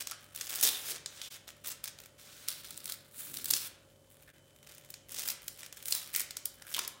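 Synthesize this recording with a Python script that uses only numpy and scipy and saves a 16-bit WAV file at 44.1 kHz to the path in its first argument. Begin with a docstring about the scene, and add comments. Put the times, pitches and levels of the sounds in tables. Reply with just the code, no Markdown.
"""Dry onion skin is prised up with a small knife and torn off by hand over a cutting board.
The skin rustles as filtered noise shaped by countless random cracks, and snaps where a larger fold breaks;
short resonances add thumps, knocks and rings, and soft low noise gives rubbing fingers and low thumps.
A small kitchen answers with decaying noise, over room air, an appliance hum and a thin whine."""
import sys
import numpy as np
from scipy import signal
from scipy.fft import rfft, irfft, next_fast_len
from scipy.io import wavfile
from scipy.ndimage import uniform_filter1d, map_coordinates

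SR = 44100
rng = np.random.default_rng(int(sys.argv[2]) if len(sys.argv) > 2 else 0)


def master_out(mix):
    """Clip the mix to full scale and print it as 16-bit PCM to the path in sys.argv[1]."""
    frames = np.transpose(np.atleast_2d(mix))
    ceiling = np.clip(frames, -1, 1)
    pcm = np.round(ceiling * 32767).astype(np.int16)
    wavfile.write(sys.argv[1], SR, pcm)


N = 308700

USUAL_DB = -49.5  # an ordinary pull, the reference for crack rate and body weight


def amp(db):
    """Level to amplitude: 20 dB is a factor of ten."""
    return 10 ** (np.asarray(db) / 20)


def unit(x):
    """Normalisation by mean power: each row gets rms 1."""
    return x / np.sqrt(np.mean(x ** 2, axis=-1, keepdims=True) + 1e-30)


def clock():
    """Uniform sampling: the time of every sample in seconds."""
    return np.arange(N) / SR


def along(points, hz):
    """Interpolation on a logarithmic frequency axis through (Hz, value) points."""
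    point_hz, values = np.transpose(points)
    return np.interp(np.log(hz + 1), np.log(point_hz + 1), values)


def wobble(rate):
    """Band-limited random modulation: a smooth curve through `rate` random knots a second."""
    knots = rng.standard_normal(int(N * rate / SR) + 4)
    return map_coordinates(knots, [clock() * rate])


def coloured(x, spectrum, size=8192):
    """Minimum-phase filtering: a folded cepstrum gives a causal response, so clicks keep a sharp front."""
    log_gain = np.log(amp(along(spectrum, np.fft.rfftfreq(size, 1 / SR))))
    cepstrum = irfft(log_gain)
    cepstrum[1:size // 2] *= 2
    cepstrum[size // 2 + 1:] = 0
    response = irfft(np.exp(rfft(cepstrum)))
    padded = next_fast_len(x.shape[-1] + size)
    filtered = irfft(rfft(x, padded) * rfft(response, padded), padded)
    return filtered[..., :x.shape[-1]]


def background(air_db=-66.0, drift_rad=0.38, whine_hz=3046, whine_drift_rad=0.61):
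    """Stationary noise plus sinusoids with random phase: room air, an unsteady hum and a thin whine."""
    # spectrum of the steady kitchen air: frequency_hz, relative_db
    air_spectrum = [(22, -45), (36, -26), (50, 0.5), (80, -5), (140, -4), (400, -7), (620, -10.5),
                    (800, -14), (1500, -21.5), (3000, -27.5), (8000, -21.5), (16000, -31.5)]
    # appliance tones, before their slow level wobble: frequency_hz, rms_db
    hum_tones = [(98, -73), (143, -73.5), (541, -74.5), (591, -75)]
    # level course of the thin whine: time_s, rms_db
    whine_course = [(0, -76), (4.3, -82), (4.36, -75), (7, -71)]

    def tone(hz, phase_rad):
        """Phase-modulated sinusoid of rms 1."""
        return np.sqrt(2) * np.sin(2 * np.pi * hz * clock() + phase_rad)

    hum = sum(amp(db + 1.6 * wobble(5.6)) * tone(hz, drift_rad * wobble(27)) for hz, db in hum_tones)
    whine_s, whine_db = np.transpose(whine_course)
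    whine_level = amp(np.interp(clock(), whine_s, whine_db))
    whine = whine_level * tone(whine_hz, whine_drift_rad * wobble(38))
    air = amp(air_db) * unit(coloured(rng.standard_normal(N), air_spectrum))
    return hum + whine + air


def kitchen(x, build_s=0.003, count=24):
    """Reverberation as exponentially decaying noise; successive tails differ as the hands move about."""
    # reverberation of the kitchen: frequency_hz, t60_s
    decay_times = [(200, 0.97), (1300, 0.81), (3500, 0.51), (9000, 0.28), (16000, 0.16)]
    hz, t, z = signal.stft(rng.standard_normal((count, SR // 2)), SR, nperseg=256)
    decay = amp(-60 * t / along(decay_times, hz)[:, None])
    tails = signal.istft(z * decay, SR, nperseg=256)[1]
    length = tails.shape[1]
    # the first walls answer only after a few milliseconds
    build_up = 1 - np.exp(-(np.arange(length) / SR / build_s) ** 2)
    tails = unit(tails * build_up) / np.sqrt(length)  # each tail has energy 1
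    wet = np.zeros(N + SR)
    for part, tail in zip(np.array_split(np.arange(N), count), tails):
        answer = signal.fftconvolve(x[part], tail)
        wet[part[0]:part[0] + len(answer)] += answer
    return wet[:N]


def rubs_and_thumps():
    """Low-passed noise under smooth envelopes: fingers rub on the bulb, and tearing thumps softly."""
    # fingers rubbing on the bulb and low thumps of tearing, as bell-shaped swells:
    # middle_s, half_length_s, level_db
    low_swells = [(0.635, 0.011, -57), (0.937, 0.034, -67), (2.741, 0.022, -62), (3.376, 0.14, -60),
                  (3.529, 0.023, -57.5), (5.2, 0.11, -67), (6.793, .025, -63)]
    # spectrum of these dull sounds: frequency_hz, relative_db
    dull_spectrum = [(40, -30), (140, 2), (200, -6), (290, -1.5), (450, -11.5), (800, -28), (2000, -52),
                     (6000, -89)]
    envelope = sum(amp(db) * np.exp(-((clock() - s) / half) ** 2) for s, half, db in low_swells)
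    return envelope * unit(coloured(rng.standard_normal(N), dull_spectrum))


def resonant(x):
    """Forced resonance: for short spells the crackle excites a broad peak at one pitch."""
    # short resonances: low thumps, dull knocks and bright rings in the crackle:
    # middle_s, half_length_s, pitch_hz, gain
    resonances = [(.115, 0.021, 1280, 3), (0.65, 0.011, 420, 4.5), (0.63, 0.011, 670, 4.8),
                  (0.722, 0.048, 3600, 3.1), (.92, .025, 384, 3.6), (1.243, 0.037, 3420, 2.9),
                  (1.683, 0.018, 15500, 1.7), (2.894, 1, 1400, 0.49), (3, 0.7, 4220, 1.2),
                  (4.287, .012, 1690, 8.5), (5.636, 0.012, 1900, 2.3), (5.924, 0.0099, 4130, 1.4),
                  (6.166, 0.054, 2100, 3.4), (6.638, 0.062, 1570, 3.5), (6.755, 0.022, 3100, 2.6),
                  (6.784, 0.0065, 1080, 8.6), (6.79, 0.025, 383, 2.1)]
    out = x.copy()
    for s, half, hz, gain in resonances:
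        held = gain * np.exp(-((clock() - s) / half) ** 2)
        out += signal.lfilter(*signal.iirpeak(hz, 4.5, fs=SR), held * x)  # Q of 4.5
    return out


def papery(cracks, body_db, sparkle_db, low_hz=2400, high_hz=9600):
    """Radiation of a thin sheet: coloured cracks in three bands, body and sparkle set against the middle."""
    # spectrum that the dry skin radiates: frequency_hz, relative_db
    skin_spectrum = [(40, -46), (170, -20.5), (400, -15.5), (950, -14.5), (1400, -9), (1900, -8),
                     (2800, -2.5), (3500, 5.5), (4300, 7), (5200, 10.5), (8000, 6.5), (12000, -0.5),
                     (15500, 3)]
    sound = coloured(cracks, skin_spectrum)

    def band(edge_hz, kind):
        """Butterworth band selection, scaled to rms 1."""
        sos = signal.butter(3, edge_hz, kind, fs=SR, output="sos")
        return unit(signal.sosfilt(sos, sound))

    body, sparkle = amp(body_db), amp(sparkle_db)
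    middle = band([low_hz, high_hz], "band")
    mix = body * band(low_hz, "low") + middle + sparkle * band(high_hz, "high")
    return mix / np.sqrt(body ** 2 + 1 + sparkle ** 2)


def effort(step=32):
    """Power addition of strokes that catch, build or ease, and let go: pull dB, body dB, sparkle dB, hiss."""
    # pulls that tear the skin: start_s, length_s, level_db (mid-stroke), build_db (start to end), sparkle_db
    tear_strokes = [(0, 0.026, -39.5, -25, -1), (0.079, 0.046, -47, 0, -15), (0.2, 0.2, -63.5, -15, 1),
                    (0.341, 0.13, -47, 4.5, -0.5), (0.486, 0.13, -38, 1, 2), (.622, 0.069, -25.5, -5.5, 3),
                    (0.917, 0.065, -49, -1, -7), (1.472, 0.029, -45.5, -1, -2.5),
                    (1.638, 0.088, -42, 3, 1.5), (1.83, 0.056, -48, 1, -3), (1.974, 0.095, -58.5, -10, 1),
                    (2.475, 0.063, -41, -8, 2), (2.632, 0.22, -53, -7.5, 2.5), (2.861, 0.083, -45, -1, 2.5),
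                    (2.95, 0.2, -66, 12.5, 6), (3.331, 0.1, -44, -10.5, 6), (3.453, 0.12, -39, 15.5, 6),
                    (4.09, 0.27, -65.5, -11, 6), (4.63, 0.33, -61, -2, -1.5), (5.082, 0.04, -53.5, 16, 2),
                    (5.117, 0.12, -42.5, 6, -1), (5.246, 0.073, -37, 5, 4), (5.412, 0.18, -56.5, -6.5, 7),
                    (5.586, 0.075, -50, -7.5, -2.5), (5.716, 0.19, -55.5, 7, 0), (5.859, 0.12, -40, 5, 7),
                    (5.968, 0.19, -51.5, -21.5, 2), (6.128, 0.088, -37.5, 4, 9), (6.526, .1, -62, 3, 8),
                    (6.639, 0.091, -49, 12, 2.5), (6.746, 0.048, -39.5, 8.5, -2.5),
                    (6.807, 0.044, -48, 2, -7)]
    # blade or skin sliding without catching: start_s, length_s, level_db, build_db, sparkle_db
    slide_strokes = [(.7, .13, -41, -7, 5), (0.829, 0.088, -39, 10.5, 2), (1.066, 0.14, -55.5, 10, -5),
                     (1.213, 0.084, -49, -6, -1), (1.3, 0.065, -48, 2, -1.5), (2.178, .295, -54.5, 1, -1.5),
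                     (2.529, 0.085, -51, 1, 3), (3.11, 0.097, -51, 28, 12), (3.21, 0.11, -46, -4, 10.5),
                     (3.564, 0.11, -42, 1.5, 6)]
    attack_s, release_s = 0.0083, 0.0063  # the skin catches and lets go this fast
    rest_db = -72.5  # the bulb merely held in the hand
    tear_hiss, slide_hiss = 0.08, 0.74  # share of the rustle that is smooth hiss
    body_db, body_per_db = -4.5, -0.153  # low band at an ordinary pull; harder pulls sound thinner
    t = clock()[::step]
    strokes = np.vstack([tear_strokes, slide_strokes])
    start, length, db, build_db, sparkle_db = np.transpose(strokes)[:, :, None]
    age = t - start
    envelope = np.clip(age / attack_s, 0, 1) * np.exp(-np.maximum(age - length, 0) / release_s)
    progress = np.clip(age / length, 0, 1)
    power = (envelope * amp(db + build_db * (progress - .5))) ** 2
    total = power.sum(0) + amp(rest_db) ** 2
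    pull_db = 10 * np.log10(total)
    body = body_db + body_per_db * (pull_db - USUAL_DB)
    sparkle = (power * sparkle_db).sum(0) / total  # mean weighted by power
    sliding = power[len(tear_strokes):].sum(0) / total
    hiss = np.clip(tear_hiss + (slide_hiss - tear_hiss) * sliding, 0, 1)
    return [np.interp(clock(), t, c) for c in (pull_db, body, sparkle, hiss)]


def ticks(controls, count=270):
    """Random, uniformly scattered lesser snaps as rows of time_s, level_db, sparkle_db; size follows the pull."""
    over_db, top_db = 5.5, -38.5  # mean level over the rustle before the hiss cut, and the upper limit
    draws = rng.standard_normal((count, 2))
    s = rng.uniform(0, N / SR, count)
    pull_db, _, sparkle, hiss = [c[(s * SR).astype(int)] for c in controls]
    db = pull_db + over_db - 14 * hiss + 3 * draws[:, 0]
    sparkle = sparkle + 3 * draws[:, 1]
    return np.transpose([s, np.minimum(db, top_db), sparkle])


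def snaps(rows, spike, flutter_gain, board_gain, size=1024, order=130):
    """Impulsive fracture: a sharp break, a bounce off the board and a short flutter of the freed flake."""
    s, db, sparkle = np.transpose(rows)[:, :, None]
    body = -4.5 - 0.3462 * (db - USUAL_DB)  # low-band weight in dB; faint snaps are duller than loud ones
    t = (np.arange(size) - order) / SR  # the break falls on sample `order`

    def packet(age, life_s):
        """Sudden onset with exponential decay."""
        return (age >= 0) * np.exp(-np.abs(age) / life_s)

    # the hands move and tilt the flake, so the bounce has a new delay and strength each time
    delay_s = rng.uniform(.0011, .0016, (len(s), 1))
    bounce = board_gain * rng.uniform(.3, 1, (len(s), 1))
    swell = packet(t, .00022) + bounce * packet(t - delay_s, .0003)
    # each snap has a random amount of soft noise around its sharp break
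    soft_noise = rng.uniform(0, .8, (len(s), 1)) * np.exp(-((t - .001) / .003) ** 2)
    swell += flutter_gain * (packet(t, .0024) + soft_noise)
    crack = swell * rng.standard_normal((len(s), size))
    crack[:, order] = spike
    # a snap's level is its energy spread over 5 ms
    spread = np.sqrt(.005 * SR / size)
    sounds = amp(db) * spread * unit(papery(crack, body, sparkle))
    where = np.abs(np.round(s * SR).astype(int) + np.arange(size) - order)
    return np.bincount(where.ravel(), sounds.ravel(), N)[:N]


def rustle(pull_db, body, sparkle, hiss, rate=430, crowding_db=45):
    """Crackling noise: random cracks come thicker with a harder pull, over the hiss of skin sliding on skin."""
    # `rate` cracks a second at an ordinary pull, ten times as many for each crowding_db above it
    per_second = rate * 10 ** ((pull_db - USUAL_DB) / crowding_db)
    sizes = amp(4.5 * np.clip(rng.standard_normal(N), -2, 2))
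    cracks = (rng.random(N) < per_second / SR) * sizes ** 2
    # every crack sets a flake fluttering: its amplitude decays with a 0.6 ms time constant
    energy = signal.lfilter([1], [1, -np.exp(-2 / (.0006 * SR))], cracks)
    # the strain put in by the fingers is shared out among the cracks of each moment
    energy /= np.abs(uniform_filter1d(energy, size=900)) + .03
    grains = np.sqrt((1 - hiss) * energy + hiss) * rng.standard_normal(N)
    # the colour shifts as flakes of different sizes take their turn
    return amp(pull_db) * papery(grains, body + 2 * wobble(45), sparkle + 2 * wobble(45))


def scene(room_db=-8):
    """Superposition of direct and reverberant sound: skin and fingers close by, the kitchen around them."""
    # folds that break: time_s, level_db (energy over 5 ms), sparkle_db (against the middle band)
    fold_breaks = [(.0715, -32.5, -2), (.1121, -35, 0.5), (.361, -33.5, 7), (.4108, -31.5, -2),
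                   (.5573, -30.5, 5), (.6112, -25, 8), (.628, -21, 5), (.637, -20.5, 7), (.6498, -25.5, -4),
                   (.9189, -38, -10), (1.0603, -34, -14.5), (1.2157, -40, -8), (1.6588, -45.5, -10),
                   (1.6827, -41, 4), (1.8408, -32.5, 5), (1.8456, -39.5, 2), (1.877, -37, 0),
                   (1.987, -51, -6), (2.059, -47.5, 3), (2.4851, -25.5, 4), (2.7071, -37, 6.5),
                   (2.7763, -37.5, 7), (2.8432, -41.5, 10), (2.8569, -33.5, 6.5), (2.898, -34.5, 5.5),
                   (2.9214, -35, 10), (3.3707, -33.5, 3.5), (3.444, -31, 9), (3.4569, -29.5, 6.5),
                   (3.5046, -27, 2), (3.5091, -20, 7), (3.5363, -22.5, -4), (4.2914, -62.5, -1),
                   (4.562, -56.5, 2), (4.6293, -53.5, -1), (4.672, -50, -2), (4.7487, -49.5, 6),
                   (4.782, -48, 2), (4.9035, -39.5, 7), (4.9407, -42, -10), (5.1202, -40, 13),
                   (5.1937, -32, 2), (5.279, -30, 8), (5.287, -31, -11), (5.3015, -32.5, -3),
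                   (5.4808, -31.5, 2), (5.6317, -44.5, -7), (5.7262, -42.5, -5), (5.8263, -42, 5),
                   (5.8568, -33.5, 6), (5.8836, -31, 7), (5.9098, -30, 13), (5.9238, -24.5, -3),
                   (5.95, -26.5, 4.5), (6.1406, -36, 4), (6.1497, -31, -5), (6.1615, -22.5, 8),
                   (6.1963, -26.5, 14), (6.2054, -33, -5), (6.308, -37.5, -4), (6.369, -32.5, -1.5),
                   (6.4558, -25.5, 7.5), (6.622, -46.5, -6), (6.7407, -33.5, 0), (6.746, -32.5, -1.5),
                   (6.7659, -33, 16), (6.7906, -29, 2.5), (6.8487, -40.5, -10), (6.8776, -30, 6)]
    controls = effort()
    handling = rustle(*controls) + rubs_and_thumps()
    breaks = np.vstack([fold_breaks, ticks(controls)])
    direct = resonant(handling + snaps(breaks, spike=1.9, flutter_gain=.42, board_gain=.95))
    # the room is fed a plainer click, so that its tail is smooth
    room_feed = resonant(handling + snaps(breaks, spike=7, flutter_gain=.2, board_gain=0))
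    return (direct + amp(room_db) * kitchen(room_feed) + background())[None]


def record(dry):
    """Amplitude modulation, then low-pass filtering: the level dips briefly twice and the top is cut."""
    # brief dips in level: middle_s, half_width_s, depth_db
    level_dips = [(1.296, 0.0076, -33), (4.326, 0.01, -13)]
    top_hz = 16000
    dip_db = sum(depth * np.exp(-((clock() - s) / half) ** 2) for s, half, depth in level_dips)
    padded = next_fast_len(N + SR // 2)
    passband = 1 / (1 + (np.fft.rfftfreq(padded, 1 / SR) / top_hz) ** 160)
    return irfft(rfft(dry * amp(dip_db), padded) * passband, padded)[..., :N]


dry = scene()
out = record(dry)
master_out(out)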